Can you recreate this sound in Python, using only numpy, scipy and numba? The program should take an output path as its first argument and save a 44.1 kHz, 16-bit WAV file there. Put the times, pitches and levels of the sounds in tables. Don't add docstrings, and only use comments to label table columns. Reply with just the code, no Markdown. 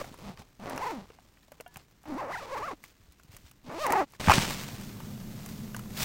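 import sys
import numpy as np
from scipy import signal
from scipy.fft import rfft, irfft
from scipy.io import wavfile
from scipy.ndimage import uniform_filter1d
from numba import njit

SR = 44100
rng = np.random.default_rng(int(sys.argv[2]) if len(sys.argv) > 2 else 0)


def dump_mix(stems):
    frames = np.atleast_2d(stems).T
    limited = np.clip(frames, -1, 1)
    pcm = np.round(limited * 32767).astype(np.int16)
    wavfile.write(sys.argv[1], SR, pcm)


N = 266364
STEP_S = 4.197


def undb(db):
    return 10 ** (np.asarray(db) / 20)


def unit(x):
    return x / np.sqrt(np.mean(x ** 2))


def columns(tables):
    time_s, *values = np.concatenate(tables).T
    return [np.interp(np.arange(N) / SR, time_s, v) for v in values]


def band(x, hz, width_hz):
    return signal.lfilter(*signal.iirpeak(min(hz, .45 * SR), hz / width_hz, SR), x)


def coloured(points):
    hz, db = np.transpose(points)
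    f = np.fft.rfftfreq(N, 1 / SR) + 1
    gain = undb(np.interp(np.log(f), np.log(hz), db))
    return unit(irfft(rfft(rng.standard_normal(N)) * gain, N))


def walk(rate):
    k = int(SR / rate)
    levels = np.repeat(rng.standard_normal(N // k + 1), k)
    return uniform_filter1d(levels, k)[:N]


def ring(hz, cycles, rise_s):
    t = np.arange(int(cycles / hz * SR)) / SR
    fade = 1000 ** (-t * hz / cycles)
    return np.sin(2 * np.pi * hz * t) * fade * (1 - np.exp(-t / rise_s))


def add(out, s, x):
    i = int(s * SR)
    out[i:i + len(x)] += x[:N - i]


@njit
def teeth(hz, uneven, rough, chance, slip, scatter, stagger):
    pulses, phase = np.zeros(len(hz) + 1), np.empty(len(hz))
    p, k = 0., 0
    for i in range(len(hz)):
        side = 2 * (k % 2) - 1
        step = 2 * hz[i] * np.exp(slip * rough[i] * chance[k, 0]) / (1 + stagger * side) / SR
        p += step
        if p >= 1:
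            p, k = p - 1, k + 1
            side = 2 * (k % 2) - 1
            size = (1 + uneven[i] * side) * np.exp(scatter * rough[i] * chance[k, 1])
            pulses[i] += size * p / step
            pulses[i + 1] += size * (1 - p / step)
        phase[i] = k + p
    return pulses[:-1], phase


# time_s, tooth_pairs_hz (before the hand's jerks),
# level_db, unevenness of the two tooth rows (held to 0-1), roughness (held to 0-1)
STROKE_CURVES = [
    [(0, 560, -36.5, 0.78, 0.3), (.018, 576, -31, 1, 0.42), (.026, 546, -58, 0.9, .2)],
    [(.19, 140.9, -57, 0.6, 0.62), (.258, 199.5, -44, 1.04, 0.59), (.3, 209, -43, 0.68, 0.65),
     (.355, 158, -62, 0.87, 0.5)],
    [(.595, 198.6, -51.5, 1.17, .3), (.647, 208.3, -39, 0.59, 0.93), (.69, 340.9, -37.5, 0.52, 0.84),
     (.74, 261.6, -36.5, 0.69, 0.87), (.795, 359.2, -39.5, 0.25, 0.83), (.815, 451.6, -35, 0, 0.26),
     (.837, 537, -31, 0, 0.17), (.852, 404.3, -35.5, .15, 0.36), (.87, 501.4, -30, .15, 0.2),
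     (.895, 422.3, -36.5, 0.4, 0.18), (.907, 453, -31.5, .5, 0.36), (.932, 309, -40, 0.82, 0.29),
     (.982, 208, -43, 0.95, 0.4), (1.06, 189, -58, .4, 0.75)],
    [(2.055, 276.6, -49.5, 0.7, 0.69), (2.102, 315.4, -39, 1.05, 0.42), (2.15, 233.8, -38, 1.2, 0.35),
     (2.165, 302, -38, 1.16, 0.22), (2.192, 572.5, -35, 0, 0.17), (2.225, 334.5, -34, 0.02, 0.42),
     (2.272, 227.5, -39.5, 0.06, 0.31), (2.305, 352.5, -35, 0.06, 0.36), (2.335, 1025, -38, 0, 0.24),
     (2.35, 952, -34, 0.02, 0.1), (2.362, 697, -36, 0.02, 0.16), (2.385, 988, -41, 0.48, 0.16),
     (2.407, 584, -38.5, 0.64, 0.4), (2.442, 564, -38, 1.15, 0.42), (2.465, 416, -45, 0.61, 0.65),
     (2.5, 479, -40, 0.78, .45), (2.537, 565.6, -31, 1.06, 0.06), (2.56, 483.4, -35.5, 0, 0.34),
     (2.577, 610, -29, 0.6, 0.34), (2.597, 410, -36.5, 0.8, 0.38), (2.617, 446, -36, 0.53, 0.43),
     (2.63, 563, -33, 0, 0.1), (2.667, 734, -39.5, 0, 0.28), (2.688, 517.6, -33, 0, 0.2),
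     (2.702, 570, -40, 0.41, .45), (2.715, 433, -34, 0.37, 0.7), (2.735, 327.4, -42, 1.03, 0.73),
     (2.752, 299, -68, .9, .55)],
    [(3.64, 223.9, -64, 0.88, 0.92), (3.672, 255.4, -48.5, 1.09, 0.68), (3.705, 203, -40, 0.37, 0.65),
     (3.775, 370, -37, 0.81, 0.22), (3.82, 685, -30, 1.03, 0.17), (3.85, 556.5, -26.5, .22, .23),
     (3.875, 435, -28, 0.29, 0.44), (3.892, 390.6, -30, 0.16, 0.54), (3.902, 411.3, -22.5, 0, 0.53),
     (3.911, 290.2, -28, 0.8, 0.8), (3.925, 395.2, -29, 0.31, 0.61), (3.937, 471, -19, 0, .26),
     (3.947, 321, -30, 0.73, .2), (3.958, 422, -21.5, 0, .3), (3.98, 379, -24.5, 0.3, .15),
     (4.0, 402.5, -22.5, 0.5, .2), (4.022, 279.6, -26.5, 0.34, 0.37), (4.042, 283.7, -38.5, 0.86, 0.19),
     (4.056, 279, -72, 0.52, 0.2)],
]
# pitch_hz, width_hz, level_db (relative)
SLIDER_RESONANCES = [(283, 405, 6), (928, 366, 6), (1205, 186, 4), (2030, 610, -8.5), (2680, 1000, -16)]
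STROKE_GRIT_DB = [-54.5, -46, -50, -54.5, -49.5]
GRIT_PIVOT_DB, GRIT_FOLLOW = -36.5, 0.5
GRIT_DB_PER_OCTAVE = 6.5


def zipper():
    hz, db, uneven, rough = columns(STROKE_CURVES)
    last_samples = [t[-1][0] * SR for t in STROKE_CURVES[:-1]]
    stroke = np.searchsorted(last_samples, np.arange(N))
    grit_db = np.take(STROKE_GRIT_DB, stroke) + GRIT_FOLLOW * (db - GRIT_PIVOT_DB)
    grit_db = grit_db + GRIT_DB_PER_OCTAVE * np.log2(hz / 400)
    uneven = np.clip(uneven, 0, 1)
    rough = np.clip(rough, 0, 1)
    hz = hz * (1 + (0.027 + .07 * rough) * walk(80))
    chance = rng.standard_normal((N // 20, 2))
    pulses, phase = teeth(hz, uneven, rough ** 1.4, chance, slip=.34, scatter=.55, stagger=.12)
    gate = np.exp(-(phase % 1) / 2.4)

    push = pulses - uniform_filter1d(pulses, size=400)
    push = push + 0.054 * rough * gate * rng.standard_normal(N)
    body = sum((-1) ** k * undb(g_db) * band(push, f, w) for k, (f, w, g_db) in enumerate(SLIDER_RESONANCES))
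    body = signal.sosfilt(signal.butter(2, 3200, fs=SR, output="sos"), body)
    body = body / np.sqrt(uniform_filter1d(body ** 2, size=900) + 1e-12)

    scrape = coloured([(200, -19), (600, -0.5), (1200, -5.5), (2200, -12.0), (3500, -29), (16000, -46)])
    scrape = (.04 + .6 * rough ** 1.4) * undb(2.5 * walk(200)) * scrape
    body = np.sqrt(1 - .5 * rough) * body + scrape
    rock = 2.33 * uneven ** 2.56 * undb(7.2 * rough * walk(120)) * np.sin(np.pi * phase)

    grit = coloured([(1500, -30), (2500, 0), (3300, -6), (6000, -10), (10000, -19), (16000, -17)])
    grit = gate * undb(2.2 * walk(150)) * grit
    hard_edge = unit(band(band(push, 2950, 4100), 3600, 4000))
    grit = unit(grit) + 1.1 * hard_edge * np.sqrt(400 / hz)

    time = np.arange(N)
    moving = sum((time > t[0][0] * SR) & (time < t[-1][0] * SR) for t in STROKE_CURVES)
    shake = coloured([(20, 3.5), (60, 2.5), (160, 0.5), (300, -23), (16000, -86)])
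    shake = uniform_filter1d(1. * moving, size=2000) * shake
    slider = undb(db) * (body + rock) / np.sqrt(1 + uneven ** 2)
    return moving * (slider + undb(grit_db) * unit(grit)) + undb(-56.5) * shake


# peak_s, peak_db, rise_s, fall_s,
# body_db (under 1.5 kHz, over the peak), top_db (top octave, over the peak)
RUSTLE_SWELLS = [(0.0, -52, .01, 0.31, 4.5, -5), (.2, -61, .3, 0.29, 8.5, -12),
                 (.4, -54.5, 0.052, 0.062, 5, -18), (1.111, -64, 0.21, 0.28, 2.5, -18),
                 (1.54, -75.5, 0.092, 0.24, 12, -14), (1.79, -58.5, 0.11, 0.064, 0.5, -14),
                 (2.85, -60, 0.05, 0.12, -17, 2.5), (3.11, -70, 0.049, 0.3, -11, -14),
                 (3.332, -58, 0.062, .12, -2.5, 0), (3.47, -58.5, 0.095, 0.054, -32, -1.5),
                 (4.08, -66.5, 0.041, 0.18, -5, -14), (4.15, -60.5, 0.1, 0.032, -8, -2),
                 (4.2, -39, .005, 0.16, 1, -20), (4.339, -25, 0.12, 0.21, -4, -19),
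                 (4.45, -40.5, 0.3, 0.58, -3, -3), (5.5, -57, 0.2, 0.3, -10, 7.5),
                 (6.022, -33, 0.075, .3, -10, 4.5)]
NEAR_BED_DB, FAR_BED_DB = (-71, -73, -70.5), (-57.5, -59, -74)


def rustle():
    t = np.arange(N) / SR
    power = np.where(t < STEP_S, undb(NEAR_BED_DB)[:, None], undb(FAR_BED_DB)[:, None]) ** 2
    for s, db, rise_s, fall_s, body_db, top_db in RUSTLE_SWELLS:
        swell = undb(db - 20 * np.where(t < s, (s - t) / rise_s, (t - s) / fall_s))
        swell = swell * ((t < STEP_S) == (s < STEP_S))
        power = power + (undb([[body_db], [0], [top_db]]) * swell) ** 2
    body, middle, bright = np.sqrt(power)
    grain = undb(3.0 * walk(600) + 1.3 * walk(90))
    low = coloured([(150, 19.5), (400, 12.5), (1200, 10.5), (2200, -16)])
    mid = coloured([(1000, 0.5), (2200, 3), (5000, -0.5), (8500, -6.0), (11000, -15.0)])
    top = coloured([(7000, -9.5), (10500, -17.5), (15000, -10.5)])
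    body_sound = body * undb(0.95 * walk(60)) * unit(grain * low)
    bright_sound = bright * undb(1.5 * walk(65)) * unit(grain * top)
    return middle * unit(grain * mid) + body_sound + bright_sound


# (per Hz, relative)
NEAR_SPECTRUM = [(12, -44), (20, 8.5), (63, 3.5), (301, -4.5), (367, -10), (513, -16.5), (825, -48),
                 (1530, -17), (5680, -37), (16000, -57)]
# (per Hz, relative)
FAR_SPECTRUM = [(12, -42), (20, -2), (60, -15), (130, 1), (172, -5), (210, 3), (262, -12), (607, -24.5),
                (2820, -38), (3070, -38), (6360, -34.5), (9670, -39.5), (14700, -33.5), (16000, -37)]
NEAR_DB, FAR_DB = -64, -41.5


def air():
    near = coloured(NEAR_SPECTRUM) * undb(NEAR_DB + 0.5 * walk(2.3))
    far = coloured(FAR_SPECTRUM) * undb(FAR_DB + 0.31 * walk(14.0))
    return np.where(np.arange(N) < STEP_S * SR, near, far)


FAINT_TICK_DB, FAINT_SCATTER_DB, FAINT_TICK_HZ, FAINT_SNAP_DB = -62.5, 2, 2000, 4


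def faint_ticks(count):
    when, size, pitch = rng.random((count, 3)).T
    start_s = when * STEP_S
    level_db = FAINT_TICK_DB - FAINT_SCATTER_DB * np.log(1 - size)
    pitch_hz = FAINT_TICK_HZ * 2 ** (2 * pitch - 1)
    return [(s, db, hz, FAINT_SNAP_DB) for s, db, hz in zip(start_s, level_db, pitch_hz)]


# start_s, level_db (near the peak), pitch_hz, snap_db (over level_db)
TICK_HITS = [(0.043, -35, 740, -18), (0.142, -41.5, 970, -9), (0.188, -46, 540, -8.5),
             (0.176, -51, 4500, -2), (0.374, -39, 4800, -19), (0.418, -43, 780, -17),
             (0.598, -44, 700, -15), (0.697, -42, 2230, 2.5), (0.7616, -43, 1780, -1),
             (0.7776, -26.5, 5870, -14), (1.102, -43, 457, -25), (1.187, -45.5, 740, -26),
             (1.373, -49.5, 1870, -34), (1.43, -49, 3900, -11.5), (1.482, -52, 611, -15),
             (1.519, -40, 586, -7), (1.601, -37.5, 484, -21), (1.608, -40.5, 640, -1),
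             (1.759, -33, 2450, -15.5), (1.77, -40, 810, 0), (2.039, -50, 770, -20), (2.056, -43, 809, -18),
             (2.839, -37, 2080, -7), (3.198, -46.5, 1470, -13), (3.366, -41.5, 2350, 1),
             (3.513, -46, 2690, -3), (3.8656, -24, 2044, -6), (3.905, -26, 1882, -12),
             (3.9227, -18.5, 2072, -8), (3.993, -48, 2502, -11), (4.136, -45.5, 1118, -19),
             (4.15, -46, 1760, -11), (4.199, -38, 1060, -22), (4.2423, -29, 1800, -28),
             (4.273, -16.5, 1490, -35), (4.284, -11.5, 880, -34), (4.297, -5, 843, -28),
             (4.305, -9.5, 810, -22), (4.314, -10.5, 1020, -32), (4.319, -10.5, 1120, -18),
             (4.331, -13.5, 2320, -29), (4.382, -15, 1190, -30), (4.811, -39, 5616, -5),
             (5.003, -36, 905, -12), (5.398, -41.5, 815, -19), (5.461, -35.5, 5740, -2.5),
             (5.746, -27, 1530, -15), (5.765, -36, 980, 0), (5.793, -37, 1290, -5), (5.858, -45, 1010, -18)]


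def ticks():
    out = np.zeros(N)
    crack = coloured([(300, -1), (1000, 19.5), (3000, 12.0), (6000, -68)])
    snap = coloured([(1500, -36), (3200, -10), (6000, 0), (15000, -2)])
    fade = 1000 ** (-np.arange(SR // 40) / (0.034 * SR))
    for s, db, hz, snap_db in TICK_HITS + faint_ticks(count=24):
        i = int(s * SR)
        add(out, s, undb(db + 0.5) * ring(hz, cycles=18.0, rise_s=0.00015))
        crack_part = 0.38 * fade * crack[i:i + len(fade)]
        snap_part = 1.03 * undb(snap_db) * fade ** 1.6 * snap[i:i + len(fade)]
        add(out, s, undb(db) * (crack_part + snap_part))
    return out


# start_s, level_db (near the peak), pitch_hz
THUD_HITS = [(0.093, -43, 141), (0.115, -36, 242), (0.395, -38, 160), (1.762, -38, 142), (2.999, -48, 97),
             (3.083, -42.5, 61), (3.248, -47, 151), (3.292, -40.5, 102), (3.338, -43, 125),
             (3.441, -42, 77.5), (4.199, -31.5, 147.8), (4.276, -10.5, 184), (4.286, -10, 88.5),
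             (4.379, -9.5, 179), (6.014, -24.5, 154)]


def thuds():
    out = np.zeros(N)
    for s, db, hz in THUD_HITS:
        add(out, s, -undb(db) * ring(hz, cycles=5.8, rise_s=0.00041))
    return out


# pitch_hz, level_db (over BUCKLE_DB), fade_s (time to fall 60 dB)
BUCKLE_TONES = [(715, 0, .055), (964, -19, .22), (1460, -5, .04), (1715, -19, .3), (2300, -12, .03),
                (2815, -12, .06), (3200, -16, .07)]
BUCKLE_S, BUCKLE_DB = 1.662, -39.5


def buckle():
    out = np.zeros(N)
    for hz, db, fade_s in BUCKLE_TONES:
        add(out, BUCKLE_S, undb(BUCKLE_DB + db) * ring(hz, cycles=hz * fade_s, rise_s=.0006))
    return out


def scene():
    hits = ticks() + thuds() + buckle()
    hits = signal.sosfilt(signal.butter(4, 52, "high", fs=SR, output="sos"), hits)
    mono = zipper() + rustle() + air() + hits
    return np.array([mono, mono])


def record(dry):
    rounded = np.tanh(1.326 * dry) / 1.28
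    return signal.sosfilt(signal.ellip(10, .2, 60, 15900, fs=SR, output="sos"), rounded)


dry = scene()
out = record(dry)
dump_mix(out)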